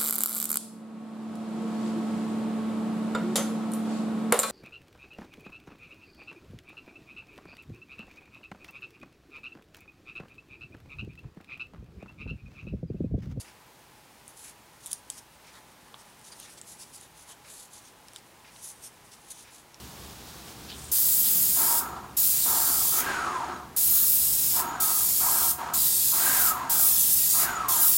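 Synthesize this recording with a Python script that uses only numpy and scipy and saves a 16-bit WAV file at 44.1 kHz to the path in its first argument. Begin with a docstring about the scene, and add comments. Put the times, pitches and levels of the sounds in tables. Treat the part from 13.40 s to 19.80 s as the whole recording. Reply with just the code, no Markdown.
"""Braiding paper tubes

Hands braid rolled paper tubes above a table in a quiet room, close to a mono microphone.
The tubes hiss as they slide in tiny slips, squeak where they bind, snap where they crease, knock once.
Fingertips rub, the palm shuffles, loose ends rustle. Behind: a faint clock, a fan, mains hum and hiss."""
import sys
import numpy as np
from scipy import signal
from scipy.fft import rfft, irfft
from scipy.io import wavfile
from scipy.ndimage import uniform_filter1d

SR = 44100
rng = np.random.default_rng(int(sys.argv[2]) if len(sys.argv) > 2 else 0)


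def master(y):
    """Save y as 16-bit WAV."""
    cut = np.clip(np.atleast_2d(y).T, -1, 1)
    pcm = np.round(cut * 32767)  # scale
    wavfile.write(sys.argv[1], SR, pcm.astype(np.int16))


N = 282240

# paper-on-paper friction spectrum: freq_hz, gain_db
PAPER_SPECTRUM = [(300, -14.5), (1500, -20.5), (2800, -12), (4500, -3.5), (6300, 0), (7400, -1), (9600, 4),
                  (11300, -3), (12200, -4.5), (14000, -18), (16000, -18)]
# spectrum of a cracking crease: freq_hz, gain_db
CREASE_SPECTRUM = [(300, -23), (1400, -5), (2300, -3.5), (3300, 4), (4400, -4.5), (5400, -1), (6900, -0.5),
                   (8500, 6), (11200, 2.5), (12400, -9), (16000, -8)]


def amp(db):
    """dB to amplitude."""
    return 10 ** (np.asarray(db) / 20)


def unit_rms(x):
    """Scales to rms 1."""
    return x / np.sqrt(np.mean(x ** 2) + 1e-20)


def curve(points, hz):
    """Interpolates a table on a log-frequency axis."""
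    freq_hz, value = np.transpose(points)
    return np.interp(np.log(hz + 1), np.log(freq_hz + 1), value)


def add(mix, start_s, sound):
    """Adds a sound to the mix in place."""
    part = mix[max(round(start_s * SR), 0):][:len(sound)]
    part += sound[:len(part)]


def colour(x, gain):
    """Filters x by gain(hz), then scales to rms 1."""
    return unit_rms(irfft(rfft(x) * gain(np.fft.rfftfreq(len(x), 1 / SR)), len(x)))


def noise(gain):
    """Gaussian noise shaped by gain(hz), rms 1."""
    return colour(rng.standard_normal(N), gain)


def peak(hz, centre_hz, half_width_hz):
    """Gain of a resonance with steep skirts."""
    return 1 / (1 + ((hz - centre_hz) / half_width_hz) ** 2)


def comb(hz, spacing_hz):
    """Evenly spaced resonances of a pinched tube: +1 on them, -1 between."""
    return np.cos(2 * np.pi * hz / spacing_hz)


def click(gain_db, size=1024):
    """Minimum-phase click with spectrum gain_db(hz)."""
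    log_gain = np.log(amp(gain_db(abs(np.fft.fftfreq(size, 1 / SR)))))
    return np.fft.ifft(np.exp(np.conj(signal.hilbert(log_gain)))).real


def slips(per_s, spread_db):
    """Fibres catch and let go: random tiny impulses, a few of them larger, rms 1."""
    size = amp(spread_db * np.minimum(rng.exponential(1, N), 4))
    sign = rng.choice([-1., 1.], N)
    return unit_rms(size * sign * (rng.random(N) < per_s / SR))


def swells(rows):
    """Envelope with one Gaussian bump per row: centre_s, length_s, level_db."""
    t = np.arange(N) / SR
    return sum(amp(db) * np.exp(-2 * ((t - centre_s) / length_s) ** 2) for centre_s, length_s, db in rows)


def air(level_db=-55.58):
    """Steady room air and microphone hiss."""
    # noise floor: freq_hz, gain_db
    spectrum = [(12, -38), (20, -7.5), (140, -2), (614, -5.5), (686, -4.5), (746, -5.5), (857, -3),
                (1410, -8), (1720, -8), (7310, -17), (15500, -20)]
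    return amp(level_db) * noise(lambda hz: amp(curve(spectrum, hz)))


def fan():
    """Noise rings the narrow resonances of a fan housing."""
    # housing modes: centre_hz, half_width_hz, rms_db
    modes = [(812, 15, -76.5), (846.4, 28, -70), (990, 42, -71.5)]
    return sum(amp(db) * noise(lambda hz: peak(hz, centre_hz, half_width_hz))
               for centre_hz, half_width_hz, db in modes)


def mains_hum():
    """The mains tone and its octave."""
    # hum partials: freq_hz, rms_db
    partials = [(60, -74.5), (120, -74.5)]
    t = np.arange(N) / SR
    return sum(amp(db) * np.sqrt(2) * np.sin(2 * np.pi * (hz * t + rng.random())) for hz, db in partials)


def clock(level_db=-58, rise_s=0.0048, t60_s=0.2):
    """A double tick each second, smeared by reverberation on its way across the room."""
    # escapement beats within each second: offset_s, gain_db
    beats = [(0.041, 6.5), (0.073, 7)]
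    # case modes: centre_hz, half_width_hz, gain_db
    modes = [(1730, 530, 1), (2500, 410, 3), (3750, 220, -3), (5200, 760, 0)]
    t = np.arange(N) / SR
    case = noise(lambda hz: sum(amp(db) * peak(hz, centre_hz, half_width_hz)
                                for centre_hz, half_width_hz, db in modes))
    power = np.zeros(N)
    for offset_s, db in beats:
        age_s = (t - offset_s) % 1
        power += (amp(db - 60 * age_s / t60_s) * (1 - np.exp(-age_s / rise_s))) ** 2
    return amp(level_db) * case * np.sqrt(power)


def rustle(flutter_db=4.0, ticks_per_s=45, ticks_db=-8):
    """Loose ends never quite rest: an uneven whisper with tiny creases ticking in it."""
    # rustle envelope: time_s, gain_db
    contour = [(0, -76.5), (.85, -67), (1.25, -70.5), (2.2, -72), (2.9, -60.5), (3.65, -72), (4.6, -69),
               (4.85, -67.5), (5.35, -60), (5.6, -69), (5.88, -63), (6.4, -72.5)]
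    flutter = noise(lambda hz: peak(hz, 0, half_width_hz=20))
    whisper = colour(slips(per_s=7100, spread_db=3.0), lambda hz: amp(curve(PAPER_SPECTRUM, hz)))
    tick = click(lambda hz: curve(CREASE_SPECTRUM, hz))
    ticks = unit_rms(signal.oaconvolve(slips(ticks_per_s, spread_db=2.0), tick)[:N])
    gain_db = np.interp(np.arange(N) / SR, *np.transpose(contour))
    return amp(gain_db) * (whisper * amp(flutter_db * flutter) + amp(ticks_db) * ticks)


def palm_shuffles(centre_hz=225, half_width_hz=70):
    """The soft palm pushes the whole braid: a low, muffled shuffle."""
    # grip shifts: centre_s, length_s, level_db
    shifts = [(2.6, 0.6, -72), (3.27, 0.35, -67), (4.45, 0.45, -74)]
    shuffle = colour(slips(per_s=400, spread_db=0), lambda hz: peak(hz, centre_hz, half_width_hz))
    return swells(shifts) * shuffle


def finger_rubs():
    """A fingertip drags along a tube and sounds its body: dull slips that swell and die."""
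    # fingertip drags: centre_s, length_s, level_db
    drags = [(1.483, 0.12, -62), (1.782, 0.032, -59), (2.165, 0.047, -53), (2.52, 0.42, -63),
             (2.93, 0.05, -59), (3.077, 0.11, -62), (3.903, 0.029, -57.5)]
    # skin-on-paper friction spectrum: freq_hz, gain_db
    skin = [(300, -22), (900, 5.5), (1300, 1), (2000, 0), (2600, -20), (3600, -3.5), (5500, -13),
            (12000, -23)]
    return swells(drags) * colour(slips(per_s=5000, spread_db=0.9), lambda hz: amp(curve(skin, hz)))


def tube_knock(rise_s=0.00029):
    """One tube strikes another and rings its damped modes."""
    # blows: start_s, peak_db
    blows = [(2.5429, -30)]
    # hollow tube modes: freq_hz, gain_db, t60_s
    modes = [(905, -20, 0.015), (1110, 1, 0.015), (1950, -15, 0.007), (3380, 5.5, 0.0051),
             (3700, 0, 0.0048), (4250, -14, .006)]
    out, t = np.zeros(N), np.arange(2048) / SR
    ring = sum(amp(db - 60 * t / t60_s) * np.sin(2 * np.pi * hz * t) for hz, db, t60_s in modes)
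    ring *= 1 - np.exp(-t / rise_s)
    for start_s, peak_db in blows:
        add(out, start_s, amp(peak_db) * ring / abs(ring).max())
    return out


def tube_squeaks(half_width_hz=300, octave_db=-3):
    """Stick-slip drives the first two resonances of a pinched tube into a short, hoarse note."""
    # tubes binding in the braid: centre_s, length_s, level_db, pitch_hz
    binds = [(1.48, 0.037, -57, 3600), (2.928, 0.02, -50, 4680), (3.912, 0.034, -53.5, 3100)]
    out = np.zeros(N)
    friction = slips(per_s=4900, spread_db=3.5)
    for centre_s, length_s, level_db, pitch_hz in binds:
        note = colour(friction, lambda hz: peak(hz, pitch_hz, half_width_hz)
                      + amp(octave_db) * peak(hz, 2 * pitch_hz, half_width_hz))
        out += swells([(centre_s, length_s, level_db)]) * note
    return out


def crease_snaps(ring_db=3, max_fall_db=16, crumble_db=-16, crumble_s=0.00088, strain_s=0.00055):
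    """The paper wall strains, buckles in one crack and crumbles for a millisecond more."""
    # buckles: time_s, rms_2ms_db, centre_hz, fall_db (one octave off centre), resonance_spacing_hz
    buckles = [(0.8799, -40, 10200, 5, 4220), (1.461, -32.5, 10300, 26, 3600),
               (1.4662, -35.5, 8600, 6, 3700), (1.473, -38, 10600, 5, 3600), (1.5149, -33, 10200, 2, 3300),
               (1.5185, -31.5, 10600, 4, 3300), (1.5292, -36.5, 7000, -5, 3400),
               (1.5315, -22, 8700, 13, 5000), (1.7016, -26.5, 6600, 4, 4160),
               (3.0007, -38, 12900, 29, 4200), (3.2147, -37, 5900, 13, 3950), (3.6122, -43, 9800, 28, 3300),
               (4.6844, -43.5, 5060, 31, 2860), (4.7346, -46, 9500, 2, 2710),
               (4.7616, -35.5, 3220, 1.5, 4380), (5.163, -46.5, 3000, 5, 2170),
               (6.3445, -43, 5160, 20, 2530)]
    out, lead_samples = np.zeros(N), 128
    t = (np.arange(512) - lead_samples) / SR
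    crumble = amp(crumble_db) * np.exp(-np.maximum(t / crumble_s, -t / strain_s))
    for time_s, level_db, centre_hz, fall_db, spacing_hz in buckles:
        force = crumble * rng.choice([-1., 1.], len(t))
        force[lead_samples] = 1  # the wall gives way
        body = click(lambda hz: curve(CREASE_SPECTRUM, hz) + ring_db * comb(hz, spacing_hz)
                     - np.clip(fall_db * np.log2((hz + 1) / centre_hz) ** 2, 0, max_fall_db))
        crack = np.convolve(force, body)
        rms_2ms = np.sqrt(np.sum(crack ** 2) / (0.002 * SR))
        add(out, time_s - lead_samples / SR, amp(level_db) * crack / rms_2ms)
    return out


def stroke_envelope(t, length_s, rise_share=0.51, fall_share=0.46,
                    brush_db=-12.5, lead_s=0.057, trail_s=0.026):
    """A stroke gathers speed, holds and stops; the tubes brush lightly before and after."""
    rise = t / (rise_share * length_s)
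    fall = (length_s - t) / (fall_share * length_s)
    ramp = np.clip(np.minimum(rise, fall) + 0.5, 0, 1)
    brush = np.exp(np.minimum(t, 0) / lead_s - np.maximum(t - length_s, 0) / trail_s)
    return np.hypot(np.sin(np.pi / 2 * ramp) ** 2, amp(brush_db) * brush)


def tube_slides(trim_db=-1.6, judder_db=1.77, ring_db=2.8, pivot_hz=7500,
                mid_spacing_hz=2960, grip_octaves=0.36):
    """Tube slides over tube: a stream of slips coloured by the paper and the tube's resonances."""
    # sliding strokes: start_s, length_s, gain_db, tilt_db_per_octave
    strokes = [(0, 0.021, -41, -2.5), (0.022, 0.088, -62, 0), (.887, 0.025, -52.5, 6),
               (0.978, 0.13, -47.5, 2), (1.424, 0.17, -53, -3), (1.506, 0.011, -45, 3),
               (1.705, 0.073, -53.5, -3), (1.776, 0.019, -45, -2.5), (2.06, .04, -58.5, -6),
               (2.123, 0.064, -57, -7), (2.592, 0.029, -53, -4), (2.84, .05, -51, -3.5),
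               (2.92, 0.014, -51, -8), (2.994, 0.071, -49, -8.5), (3.097, 0.044, -53.5, 3),
               (3.175, 0.017, -50, -7), (3.27, 0.075, -46.5, 0.5), (3.391, .05, -46, -2),
               (3.538, 0.027, -43, 0), (3.57, 0.1, -54.5, -3.5), (3.767, 0.071, -53, -1),
               (3.874, 0.057, -49, -1), (4.079, 0.17, -47, .5), (4.323, 0.075, -49.5, -2),
               (4.442, 0.054, -53.5, -6), (4.736, 0.065, -54.5, -7), (5.13, 0.098, -58.5, -7),
               (5.231, 0.087, -41, 3.5), (5.428, 0.054, -43.5, 0), (5.716, 0.03, -49.5, -6),
               (5.904, 0.018, -39, 0.5), (5.955, 0.081, -50.5, -4), (6.111, 0.097, -53, -2)]
    out, margin_s = np.zeros(N), 0.15
    judder = unit_rms(uniform_filter1d(rng.standard_normal(N), size=260))
    friction = slips(per_s=11000, spread_db=1.0) * amp(judder_db * judder)
    # the free length of tube sets the resonance spacing and changes with each grip
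    spacings_hz = mid_spacing_hz * 2 ** (grip_octaves * rng.uniform(-1, 1, len(strokes)))
    for (start_s, length_s, gain_db, tilt_db_per_octave), spacing_hz in zip(strokes, spacings_hz):
        first_s = max(start_s - margin_s, 0)
        stroke = friction[round(first_s * SR):round((start_s + length_s + margin_s) * SR)]
        t = first_s - start_s + np.arange(len(stroke)) / SR
        hiss = colour(stroke, lambda hz: amp(
            curve(PAPER_SPECTRUM, hz) + ring_db * comb(hz, spacing_hz)
            + tilt_db_per_octave * np.log2(np.clip(hz, 3500, 11000) / pivot_hz)))
        add(out, first_s, amp(gain_db + trim_db) * hiss * stroke_envelope(t, length_s))
    return out


def room(x, tail_db=-13, tail_rise_s=0.0024, near_db=-13, near_delay_s=0.002, near_t60_s=0.062):
    """Adds quick scatter from the table and nearby things, and a soft tail whose treble dies first."""
    # room decay: freq_hz, t60_s
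    decay = [(500, 0.54), (3000, 0.14), (9000, 0.17), (15000, 0.13)]
    hz, frame_s, spectra = signal.stft(rng.standard_normal(SR // 2), SR, nperseg=256)
    spectra *= amp(-60 * frame_s / curve(decay, hz)[:, None])
    tail = signal.istft(spectra, SR, nperseg=256)[1]
    t = np.arange(len(tail)) / SR
    tail *= np.minimum(t / tail_rise_s, 1)
    near = rng.standard_normal(len(t)) * amp(-60 * t / near_t60_s) * (t > near_delay_s)
    response = amp(tail_db) * tail / np.linalg.norm(tail) + amp(near_db) * near / np.linalg.norm(near)
    return x + signal.fftconvolve(x, response)[:N]


def scene():
    """The handwork in its room, the same on both channels."""
    hands = tube_slides() + rustle() + tube_squeaks() + crease_snaps()
    hands += finger_rubs() + palm_shuffles() + tube_knock()
    mono = room(hands) + clock() + air() + fan() + mains_hum()
    return np.array([mono, mono])


def record(dry, low_cut_hz=36, high_cut_hz=15850):
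    """The microphone's low cut and the recorder's band limit."""
    highpass = signal.butter(2, low_cut_hz, "highpass", fs=SR, output="sos")
    lowpass = signal.firwin(511, high_cut_hz, window=("kaiser", 9), fs=SR)
    return signal.oaconvolve(signal.sosfilt(highpass, dry), lowpass[None], "same")


dry = scene()
out = record(dry)
master(out)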